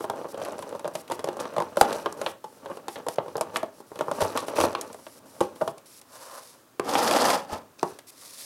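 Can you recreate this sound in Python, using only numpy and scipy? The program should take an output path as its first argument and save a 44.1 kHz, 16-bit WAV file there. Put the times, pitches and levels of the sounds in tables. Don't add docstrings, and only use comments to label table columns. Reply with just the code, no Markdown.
import sys
import numpy as np
from scipy import signal
from scipy.fft import rfft, irfft
from scipy.io import wavfile

SR = 44100
rng = np.random.default_rng(int(sys.argv[2]) if len(sys.argv) > 2 else 0)


def wav_record(signal):
    frames = np.transpose(np.atleast_2d(signal))
    bounded = np.clip(frames, -1, 1)
    quanta = np.round(bounded * 32767).astype(np.int16)
    wavfile.write(sys.argv[1], SR, quanta)


N = 372689


def from_db(db):
    return 10 ** (np.asarray(db) / 20)


def rms_one(x):
    return x / np.sqrt(np.mean(x ** 2) + 1e-20)


def gains(rows, edge_s=0.046):
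    time_s, *columns = np.transpose(rows)
    t = np.arange(N) / SR
    edges = [time_s[0] - edge_s, time_s[0], time_s[-1], time_s[-1] + edge_s]
    inside = np.interp(t, edges, [0, 1, 1, 0])
    return [inside * from_db(np.interp(t, time_s, column)) for column in columns]


def follow(level, usual_db, share):
    return (level / from_db(usual_db) + 1e-9) ** share


def band(x, low_hz, high_hz):
    sos = signal.butter(3, [low_hz, min(high_hz, .45 * SR)], "band", fs=SR, output="sos")
    return signal.sosfilt(sos, x + 1e-18)


def fade(t, t60):
    return np.exp(-np.log(1000) * t / t60)


def colour(x, spectrum, size=4096):
    hz, db = np.transpose(spectrum)
    grid_hz = np.linspace(1, SR / 2, size // 2 + 1)
    log_gain = np.log(from_db(np.interp(np.log(grid_hz), np.log(hz), db)))
    cepstrum = irfft(log_gain)[:size // 2]
    cepstrum[1:] *= 2
    impulse = irfft(np.exp(rfft(cepstrum, size)))
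    return rms_one(signal.fftconvolve(x, impulse)[:N])


def drift(per_s):
    return np.interp(np.arange(N) / SR * per_s, np.arange(N // 10), rng.standard_normal(N // 10))


def random_clicks(per_s, spread_db):
    sizes = from_db(spread_db * np.minimum(rng.exponential(1, N), 3)) * rng.choice([-1, 1], N)
    return sizes * (rng.random(N) < per_s / SR)


def slips(per_s, spread_db, clump_db, smooth):
    clicks = rms_one(random_clicks(per_s, spread_db))
    return (clicks + smooth * rng.standard_normal(N)) * from_db(clump_db * drift(70))


def crackles(per_s, spread_db, ring_t60=0.004, count=14):
    clicks = random_clicks(per_s, spread_db)
    dealt = rng.integers(0, count, N)
    out = 0
    step_decay = fade(1 / SR, ring_t60)
    for k, pitch_hz in enumerate(np.geomspace(1600, 14000, count)):
        w = 2 * np.pi * pitch_hz / SR
        pole = step_decay ** (pitch_hz / 2000)
        resonator = [1, -2 * pole * np.cos(w), pole ** 2]
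        ringing = signal.lfilter([1, 0, -1], resonator, clicks * (dealt == k) + 1e-18)
        out = out + np.sqrt(pitch_hz) * ringing
    return rms_one(out)


# time_s, level_db
FLEX = [(0.0, -40.5), (0.79, -43.5), (1.05, -47.5), (1.15, -43), (1.44, -41), (1.59, -36.5), (1.84, -49.5),
        (1.97, -41), (2.15, -38), (2.32, -40), (2.4, -82), (2.56, -49), (2.84, -49), (2.97, -59),
        (3.4, -43), (3.52, -43), (3.71, -56), (3.91, -61), (3.96, -44), (4.11, -42), (4.19, -28),
        (4.49, -39), (4.72, -39), (4.88, -37), (5.08, -61), (5.29, -48.5), (5.55, -54.5), (5.62, -49),
        (5.77, -54), (5.9, -68)]
# pitch_hz, relative_level_db (per Hz)
CREAK_COLOUR = [(120, -39), (200, -15), (322, -4), (390, -5), (427, 0.5), (600, 2), (736, -9), (913, -2),
                (988, -10), (1110, -6), (1490, -13.5), (2110, -24.5), (3000, -22.5), (3900, -42),
                (6600, -120)]
# pitch_hz, relative_level_db
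CRINKLE_COLOUR = [(760, -22), (1300, -2.5), (2110, -21.5), (2520, -8.5), (2980, -22), (3760, -10.5),
                  (4080, -9), (5370, -10.5), (5960, -7), (6550, -13.5), (10600, -14), (16000, -26)]
# pitch_hz, relative_level_db
RUMBLE_COLOUR = [(24, -42.5), (40, -31), (73, -25), (91, -8), (189, -9.5), (227, -5.5), (300, -3),
                 (390, -24.5), (660, -120)]
USUAL_FLEX_DB = -40.5
JERK_DB, JERKS_PER_S = 2, 22


def flexing(rumble_db=-53, rumble_share=.6, creak_db=-4, crinkle_db=-60, crinkle_share=0.89, crease_db=-50):
    force = gains(FLEX)[0] * from_db(JERK_DB * drift(JERKS_PER_S))
    scrunch_creak, scrunch_crinkle = scrunching()
    creak = from_db(creak_db) * force + scrunch_creak
    rumble = from_db(rumble_db) * follow(creak, USUAL_FLEX_DB, rumble_share)
    crinkle = from_db(crinkle_db) * follow(force, USUAL_FLEX_DB, crinkle_share) + scrunch_crinkle
    rub = slips(per_s=500, spread_db=4, clump_db=3, smooth=.5)
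    hiss = slips(per_s=3000, spread_db=2, clump_db=2, smooth=1)
    creases = colour(crackles(per_s=380, spread_db=3.5), CRINKLE_COLOUR)
    crease_share = np.clip(crinkle / from_db(crease_db), 0, .7)
    treble = np.sqrt(1 - crease_share) * colour(hiss, CRINKLE_COLOUR) + np.sqrt(crease_share) * creases
    low = rumble * colour(rub, RUMBLE_COLOUR) + creak * colour(rub, CREAK_COLOUR)
    return low + crinkle * treble


# pitch_hz, relative_level_db
AIR_COLOUR = [(15, -43), (25, -16.5), (58, -24), (114, -3.5), (185, -8), (263, -0.5), (439, -5),
              (624, -5.5), (734, -10.5), (1160, -7.5), (2280, -19), (10700, -21.5), (16000, -23)]
AIR_DB = -58


def still_air():
    return from_db(AIR_DB) * colour(rng.standard_normal(N), AIR_COLOUR)


# start_s, length_s, level_db (halfway through)
SKIDS = [(.005, 0.047, -50), (0.207, 0.048, -77), (0.285, 0.038, -52.5), (0.59, 0.033, -55),
         (0.938, 0.078, -51.5), (1.11, 0.047, -51), (1.563, 0.086, -62), (1.776, 0.034, -44.5),
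         (1.83, .2, -56), (2.178, .14, -52.5), (2.448, 0.14, -62.5), (2.7, 0.078, -59),
         (2.89, 0.062, -51.5), (3.088, 0.057, -51), (3.217, 0.13, -68), (3.74, 0.072, -60.5),
         (3.867, 0.4, -60.5), (4.14, 0.19, -54), (4.467, .035, -47), (4.557, 0.1, -40.5),
         (4.92, 0.27, -56.5), (5.258, 0.2, -57), (5.555, 0.16, -56.5), (5.859, 0.14, -53),
         (7.852, 0.056, -55), (8.071, 0.033, -47.5)]
# pitch_hz, relative_level_db
SKID_COLOUR = [(1180, -47), (2000, -8.5), (3280, -10), (5730, -1.5), (6140, -6.5), (11000, -2.5),
               (12400, -7.5), (16000, -17)]
SKID_SWELL_DB = 4.5


def skidding():
    level = 0
    for start_s, length_s, level_db in SKIDS:
        begin = (start_s, level_db - SKID_SWELL_DB / 2)
        end = (start_s + length_s, level_db + SKID_SWELL_DB / 2)
        level = level + gains([begin, end], edge_s=0.0047)[0]
    return level * colour(slips(per_s=4000, spread_db=2.5, clump_db=1.2, smooth=.8), SKID_COLOUR)


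# pitch_hz, relative_level_db, t60_s (time to fall 60 dB)
TRAY_MODES = [(222, -14, .09), (342, -7, .12), (398, -6, .11), (470, -5, .06), (530, -3, .06),
              (592, 0, .08), (675, -4, .05), (808, -1, .08), (920, 0, .05), (1071, -3, .06),
              (1200, -6, .035), (1400, -8, .03)]


def panel_ring(t, pitch_hz, give, panel_t60=0.045, panel_db=7, scatter_db=3):
    mode_hz, mode_db, mode_t60 = np.transpose(TRAY_MODES)[:, :, None]
    shape = (len(pitch_hz), len(mode_hz))
    strength = from_db(mode_db.T + scatter_db * rng.standard_normal(shape)) * rng.choice([-1, 1], shape)
    tray = strength @ (np.sin(2 * np.pi * mode_hz * t) * fade(t, mode_t60)) / 2
    panel = np.sin(2 * np.pi * pitch_hz * t) * fade(t, panel_t60 * give)
    return tray * np.sqrt(give) + from_db(panel_db) * panel


# start_s, ring_db (hollow ring), pitch_hz (of the ring),
# give (length of the give, 1 = usual snap), crack_db, tick_db
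SNAPS = [(0.007, -22, 442, 1.1, -45, -47), (0.042, -18.5, 610, 0.92, -40.5, -51),
         (0.098, -16, 522, 0.83, -36, -36), (0.136, -24.5, 518, 1.1, -57, -64),
         (0.19, -26, 471, 0.91, -56, -63), (0.213, -24.5, 510, 0.97, -49, -67),
         (0.244, -24, 627, 0.78, -56, -66), (0.344, -24.5, 550, 0.76, -44.5, -53),
         (0.416, -21, 613, 1.2, -40, -48), (0.449, -37, 470, 1.1, -39, -37.5),
         (0.461, -26, 575, 1.4, -49, -52), (0.484, -23.5, 617, 0.87, -49, -56),
         (0.521, -28, 585, 1.3, -51, -44.5), (0.581, -35, 759, 1.1, -52, -46),
         (0.59, -25.5, 600, 0.9, -44, -41), (0.624, -28, 990, 0.95, -41, -42),
         (0.669, -31, 547, 1.2, -63, -69), (0.691, -33, 506, 1.2, -51, -45), (0.726, -24, 500, 1, -49, -56),
         (0.749, -21.5, 577, 1.4, -48, -51), (0.793, -31, 896, 2, -46, -43.5),
         (0.845, -21.5, 620, 0.93, -41, -53), (0.853, -17, 588, 1.1, -43, -51),
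         (0.877, -21.5, 580, 1.3, -46, -39), (0.952, -19, 615, 1.4, -34, -33.5),
         (1.078, -48, 506, 0.69, -46, -49), (1.099, -22.5, 532, 1.6, -44, -45),
         (1.111, -18, 920, 1.2, -38, -48), (1.118, -21.5, 361, 1.1, -33, -33),
         (1.192, -27.5, 440, 1.7, -39, -42), (1.242, -17, 534, 1.26, -37.5, -33.5),
         (1.273, -20.5, 554, 1.3, -44, -48), (1.287, -17, 392, 0.82, -37, -41),
         (1.368, -23.5, 574, 1.6, -51, -45.5), (1.399, -30, 560, 1.9, -38, -37),
         (1.454, -23.5, 590, 0.97, -39, -52), (1.564, -15.5, 606, 1.06, -39, -43),
         (1.581, -11, 597, 1.3, -34, -40.5), (1.602, -13.5, 920, 1.4, -38.5, -39),
         (1.621, -18, 904, 1.1, -39, -42), (1.77, -8.5, 595, 1.32, -32.5, -32.5),
         (1.811, 0, 783, 0.87, -18.5, -16), (1.927, -22, 587, 0.82, -34, -35),
         (2.059, -13, 1075, 1.2, -29.5, -43), (2.125, -32, 460, 1.1, -61, -37),
         (2.214, -19, 597, 1.4, -36, -36), (2.262, -16.5, 520, 0.92, -24, -42),
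         (2.441, -24.5, 864, 1.5, -47.5, -47), (2.658, -25, 539, 1.7, -43, -51),
         (2.699, -23, 536, 1.55, -57, -54), (2.771, -28, 444, 0.92, -47, -49),
         (2.882, -21.5, 790, 1.2, -35.5, -36), (2.957, -30, 566, 1.24, -36, -48),
         (3.065, -18, 490, 1.3, -44, -45), (3.085, -18.5, 651, 0.67, -34.5, -29.5),
         (3.158, -41, 537, 0.82, -51, -45), (3.184, -10, 585, 0.63, -33, -53),
         (3.26, -27, 510, 1.5, -57, -61), (3.281, -26, 515, 1.3, -49, -53),
         (3.354, -17, 454, 1.6, -42, -58), (3.368, -26.5, 479, 1.1, -57, -35),
         (3.379, -21.5, 633, 0.6, -43, -41), (3.41, -13, 645, 1.1, -32.5, -26.5),
         (3.559, -18.5, 1150, 0.85, -21.5, -35), (3.568, -22, 646, 0.81, -47, -28.5),
         (3.63, -15.5, 646, 1.06, -39.5, -43.5), (3.802, -33, 396, 0.9, -60, -53),
         (3.917, -28.5, 430, 0.4, -67, -59), (3.957, -28.5, 490, 1.1, -46.5, -48),
         (3.99, -24.5, 503, 1, -37, -41), (4.009, -12.5, 607, 0.99, -34.5, -38.5),
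         (4.082, -17.5, 513, 0.92, -51, -54), (4.113, -14.5, 587, 1.2, -36.5, -37),
         (4.216, -16.5, 907, 1.9, -31, -29), (4.374, -16.5, 1140, 0.96, -26.5, -27.5),
         (4.482, -20.5, 580, 1.3, -36, -38), (4.587, -14, 565, 1.6, -44, -36),
         (4.602, -11, 860, 0.79, -27, -28), (4.612, -16, 597, 0.72, -26, -27),
         (4.638, -8.5, 534, 1.2, -30, -33), (4.75, -17, 1104, 0.73, -27.5, -41),
         (4.811, -30, 659, 1, -41, -28.5), (4.928, -53, 980, 1.6, -52, -42), (5.066, -31, 624, 1, -43, -53),
         (5.406, -17, 350, 0.85, -32.5, -35), (5.41, -7.5, 513, 1.4, -39, -33.5),
         (5.559, -39, 350, 0.69, -51, -54), (5.611, -15.5, 631, 2.13, -39.5, -48),
         (5.617, -13, 598, 2, -49, -46), (5.676, -16.5, 655, 1.56, -36, -38.5),
         (5.78, -44, 810, 1.1, -52, -47), (6.014, -48.5, 829, 0.99, -54, -45),
         (6.796, -13, 388, 1.08, -29.5, -35), (6.953, -10, 797, 1, -22, -43),
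         (7.11, -13.5, 657, 1, -23.5, -27), (7.162, -11.5, 807, 1.2, -27, -32),
         (7.302, -15, 654, 1.4, -22.5, -27), (7.829, -10, 385, 1.02, -34, -33),
         (7.988, -38, 589, 1.1, -44, -42)]
# low_hz, high_hz, blow_t60_s (for a usual snap),
# linger_db (share that lingers in the sheet), linger_t60_s, click_share (of the opening click, a plain factor)
SNAP_PARTS = [(118.4, 322, 0.03, -16.5, 0.14, -1.5), (308, 1115, 0.0069, -17.5, 0.083, -1.5),
              (1390, 3710, 0.029, -22.5, 0.22, -1.5), (4500, 11500, 0.012, -19.5, 0.11, 1)]
THUD_DB, THUD_DB_PER_OCTAVE, USUAL_PANEL_HZ = -16.5, -4.5, 560


def snaps(part_db=(-10.5, -10.5, -7, -7.5), flutter=0.63, rise_t60=0.0025, crackle_db=3):
    t = np.arange(SR // 7) / SR
    attack = int(.016 * SR)
    rows = np.vstack([SNAPS, lesser_snaps()])
    start_s, ring_db, pitch_hz, give, crack_db, tick_db = rows.T[:, :, None]
    thud_db = ring_db + THUD_DB + THUD_DB_PER_OCTAVE * np.log2(pitch_hz / USUAL_PANEL_HZ)
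    levels_db = thud_db, ring_db, crack_db, tick_db
    give = np.maximum(give, .1)
    swell = 1 - fade(t, rise_t60 * give ** 2)
    steps = rng.standard_normal((len(rows), len(t) // 50))
    crackle = from_db(crackle_db * np.repeat(steps, 50, axis=1))
    grit = rng.standard_normal(swell.shape) * crackle * swell
    click = np.arange(len(t)) == np.round(.0007 * SR * give)
    sounds = 0
    for k, (low_hz, high_hz, blow_t60, linger_db, linger_t60, click_share) in enumerate(SNAP_PARTS):
        decay = fade(t, blow_t60 * np.sqrt(give)) + from_db(linger_db) * fade(t, linger_t60)
        part = band(grit * decay + click_share * click, low_hz, high_hz)
        if k == 1:
            ringing = band(swell * panel_ring(t, pitch_hz, give), 200, 2000)
            part = flutter * rms_one(part) + rms_one(ringing)
        loudness = np.std(part[:, :attack], axis=1, keepdims=True)
        sounds = sounds + from_db(levels_db[k] + part_db[k]) * part / loudness
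    out = np.zeros(N + len(t))
    starts = np.maximum(start_s[:, 0] * SR, 0).astype(int)
    for at, sound in zip(starts, sounds):
        out[at:at + len(t)] += sound
    return out[:N]


LESSER_PER_S, LESSER_DB, LESSER_CRACK_DB, LESSER_TICK_DB = 7, 10, -24, -21


def lesser_snaps(spread_db=3, spread_octaves=0.2):
    flex_s, flex_db = np.transpose(FLEX)
    chance = rng.standard_normal((200, 4))
    start_s = np.cumsum(rng.uniform(.3, 1.7, 200)) / LESSER_PER_S
    ring_db = np.interp(start_s, flex_s, flex_db) + LESSER_DB + spread_db * chance[:, 0]
    pitch_hz = USUAL_PANEL_HZ * 2 ** (spread_octaves * chance[:, 1])
    give = 2 ** (.5 * chance[:, 2])
    sharp_db = ring_db + spread_db * chance[:, 3]
    crack_db, tick_db = sharp_db + LESSER_CRACK_DB, sharp_db + LESSER_TICK_DB
    rows = np.column_stack([start_s, ring_db, pitch_hz, give, crack_db, tick_db])
    return rows[start_s < flex_s[-1]]


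# low_hz, high_hz, level_db, t60_s
ECHO_BANDS = [(75.6, 510, -10.5, 0.34), (320, 1760, -9.5, 0.23), (1520, 3600, -11, 0.26),
              (4620, 20000, -26.5, 0.29)]


def workshop(x, first_echo_s=0.0045):
    t = np.arange(SR // 2) / SR
    echo = 0
    for low_hz, high_hz, level_db, t60 in ECHO_BANDS:
        tail = rng.standard_normal(len(t)) * fade(t, t60) * (t > first_echo_s)
        echo = echo + from_db(level_db) * band(tail / np.linalg.norm(tail), low_hz, high_hz)
    return signal.fftconvolve(x, echo)[:N]


# start_s, length_s, creak_db, crinkle_db
SCRUNCHES = [(0.369, 0.12, -38, -53.5), (1.389, 0.017, -33.5, -43.5), (1.837, 0.12, -29.5, -44.5),
             (2.263, .025, -44, -57), (2.672, 0.07, -46, -67), (2.954, 0.036, -39, -56.5),
             (3.532, 0.034, -37, -48), (4.208, 0.019, -31.5, -39.5), (4.351, 0.017, -36, -39),
             (4.483, 0.047, -39.5, -59), (4.554, 0.097, -28.5, -38), (5.413, 0.018, -40, -49),
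             (7.781, 0.013, -50, -49.5), (7.848, 0.093, -52, -56)]
SCRUNCH_ATTACK_S, SCRUNCH_T60_S = .012, 0.23


def scrunching():
    t = np.arange(N) / SR
    start_s, length_s, *levels_db = np.transpose(SCRUNCHES)[:, :, None]
    attack = np.clip((t - start_s) / SCRUNCH_ATTACK_S, 0, 1)
    decay = fade(np.maximum(t - start_s - length_s, 0), SCRUNCH_T60_S)
    return np.sum(from_db(levels_db) * attack * decay, axis=1)


# start_s, pitch_hz, level_db (before fading), t60_s
BUMPS = [(1.815, 61.3, -28, 0.058), (4.224, 99, -30, 0.17), (4.606, 86, -36.5, 0.29),
         (5.413, 200, -27.5, 0.096), (5.68, 146, -42, 0.2), (7.524, 80.6, -36, 0.15),
         (7.832, 94, -53, 0.12)]


def bumping():
    t = np.arange(SR // 3) / SR
    out = np.zeros(N + SR)
    for start_s, pitch_hz, level_db, t60 in BUMPS:
        at = int(start_s * SR)
        out[at:at + len(t)] += from_db(level_db) * np.sin(2 * np.pi * pitch_hz * t) * fade(t, t60)
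    return out[:N]


# time_s, murmur_db, hiss_db
BRUSH_STROKES = [
    [(6.06, -69, -68), (6.154, -50.5, -49), (6.38, -46.5, -48.5), (6.518, -70, -53), (6.55, -56, -57),
     (6.7, -84, -75)],
    [(8.13, -73, -58), (8.214, -77, -50), (8.224, -52, -47), (8.304, -72, -46.5), (8.31, -63, -46),
     (8.45, -61, -41)],
]
# pitch_hz, relative_level_db
MURMUR_COLOUR = [(180, -76), (300, -34), (539, -1.5), (862, -9.5), (1000, -2.5), (1680, -13), (2500, -36),
                 (3250, -17.5), (5500, -120)]
# pitch_hz, relative_level_db
FOAM_HISS_COLOUR = [(1060, -41), (1800, -8), (2520, -6.5), (2900, -10), (3540, -4), (5200, 0.5),
                    (6900, -3.5), (10800, -1), (16000, -16)]


def brushing(murmur_db=0.5, hiss_db=-1):
    murmur, hiss = np.sum([gains(stroke) for stroke in BRUSH_STROKES], axis=0)
    rub = slips(per_s=2800, spread_db=5.5, clump_db=1.7, smooth=0.94)
    low = from_db(murmur_db) * murmur * colour(rub, MURMUR_COLOUR)
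    return low + from_db(hiss_db) * hiss * colour(rub, FOAM_HISS_COLOUR)


# time_s, level_db
DRAG = [(6.85, -39.5), (6.89, -25.5), (6.932, -27), (6.95, -23.5), (7.332, -20), (7.472, -47),
        (7.534, -30.5), (7.72, -74)]
# pitch_hz, relative_level_db
DRONE_COLOUR = [(94, -55), (160, -30), (200, -13.5), (281, -10), (427, -12), (488, -5.5), (648, -5.5),
                (732, -7), (798, -3), (1110, -11.5), (1300, -11), (1490, -21), (3000, -29), (3900, -45),
                (6600, -120)]
# pitch_hz, relative_level_db
RASP_COLOUR = [(1060, -20.5), (1800, -0.5), (2430, -12.5), (3480, -3), (3910, -5.5), (4830, -0.5),
               (6780, -6.5), (10800, -8), (15300, -17.5), (16000, -31)]
USUAL_DRAG_DB = -21.5
RIB_AT_S, RIB_STEP_S, RIB_DB = 7.305, 0.0453, 2.5


def dragging(rumble_db=-45, rumble_share=.5, drone_db=-1.9, rasp_db=-31, rasp_share=1.2, flurry_db=1.0):
    speed, = gains(DRAG)
    rib_phase = 2 * np.pi * (np.arange(N) / SR - RIB_AT_S) / RIB_STEP_S
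    ribs = from_db(RIB_DB * np.cos(rib_phase))
    rumble = from_db(rumble_db) * follow(speed, USUAL_DRAG_DB, rumble_share)
    rasp = from_db(rasp_db) * ribs * follow(speed, USUAL_DRAG_DB, rasp_share)
    rub = slips(per_s=3000, spread_db=3, clump_db=1.2, smooth=.7)
    catches = crackles(per_s=900, spread_db=3.5) * from_db(flurry_db * drift(120))
    drone = from_db(drone_db) * speed * colour(rub, DRONE_COLOUR)
    return rumble * colour(rub, RUMBLE_COLOUR) + drone + rasp * colour(rub + catches, RASP_COLOUR)


def scene():
    tray = snaps() + bumping() + flexing() + skidding() + dragging() + brushing()
    air = still_air()
    return (tray + workshop(tray) + air)[None]


CUTOFF_HZ = 16800


def record(dry):
    treble_cut = signal.cheby2(20, 80, CUTOFF_HZ, fs=SR, output="sos")
    return signal.sosfilt(treble_cut, np.clip(dry, -.93, .93))


dry = scene()
out = record(dry)
wav_record(out)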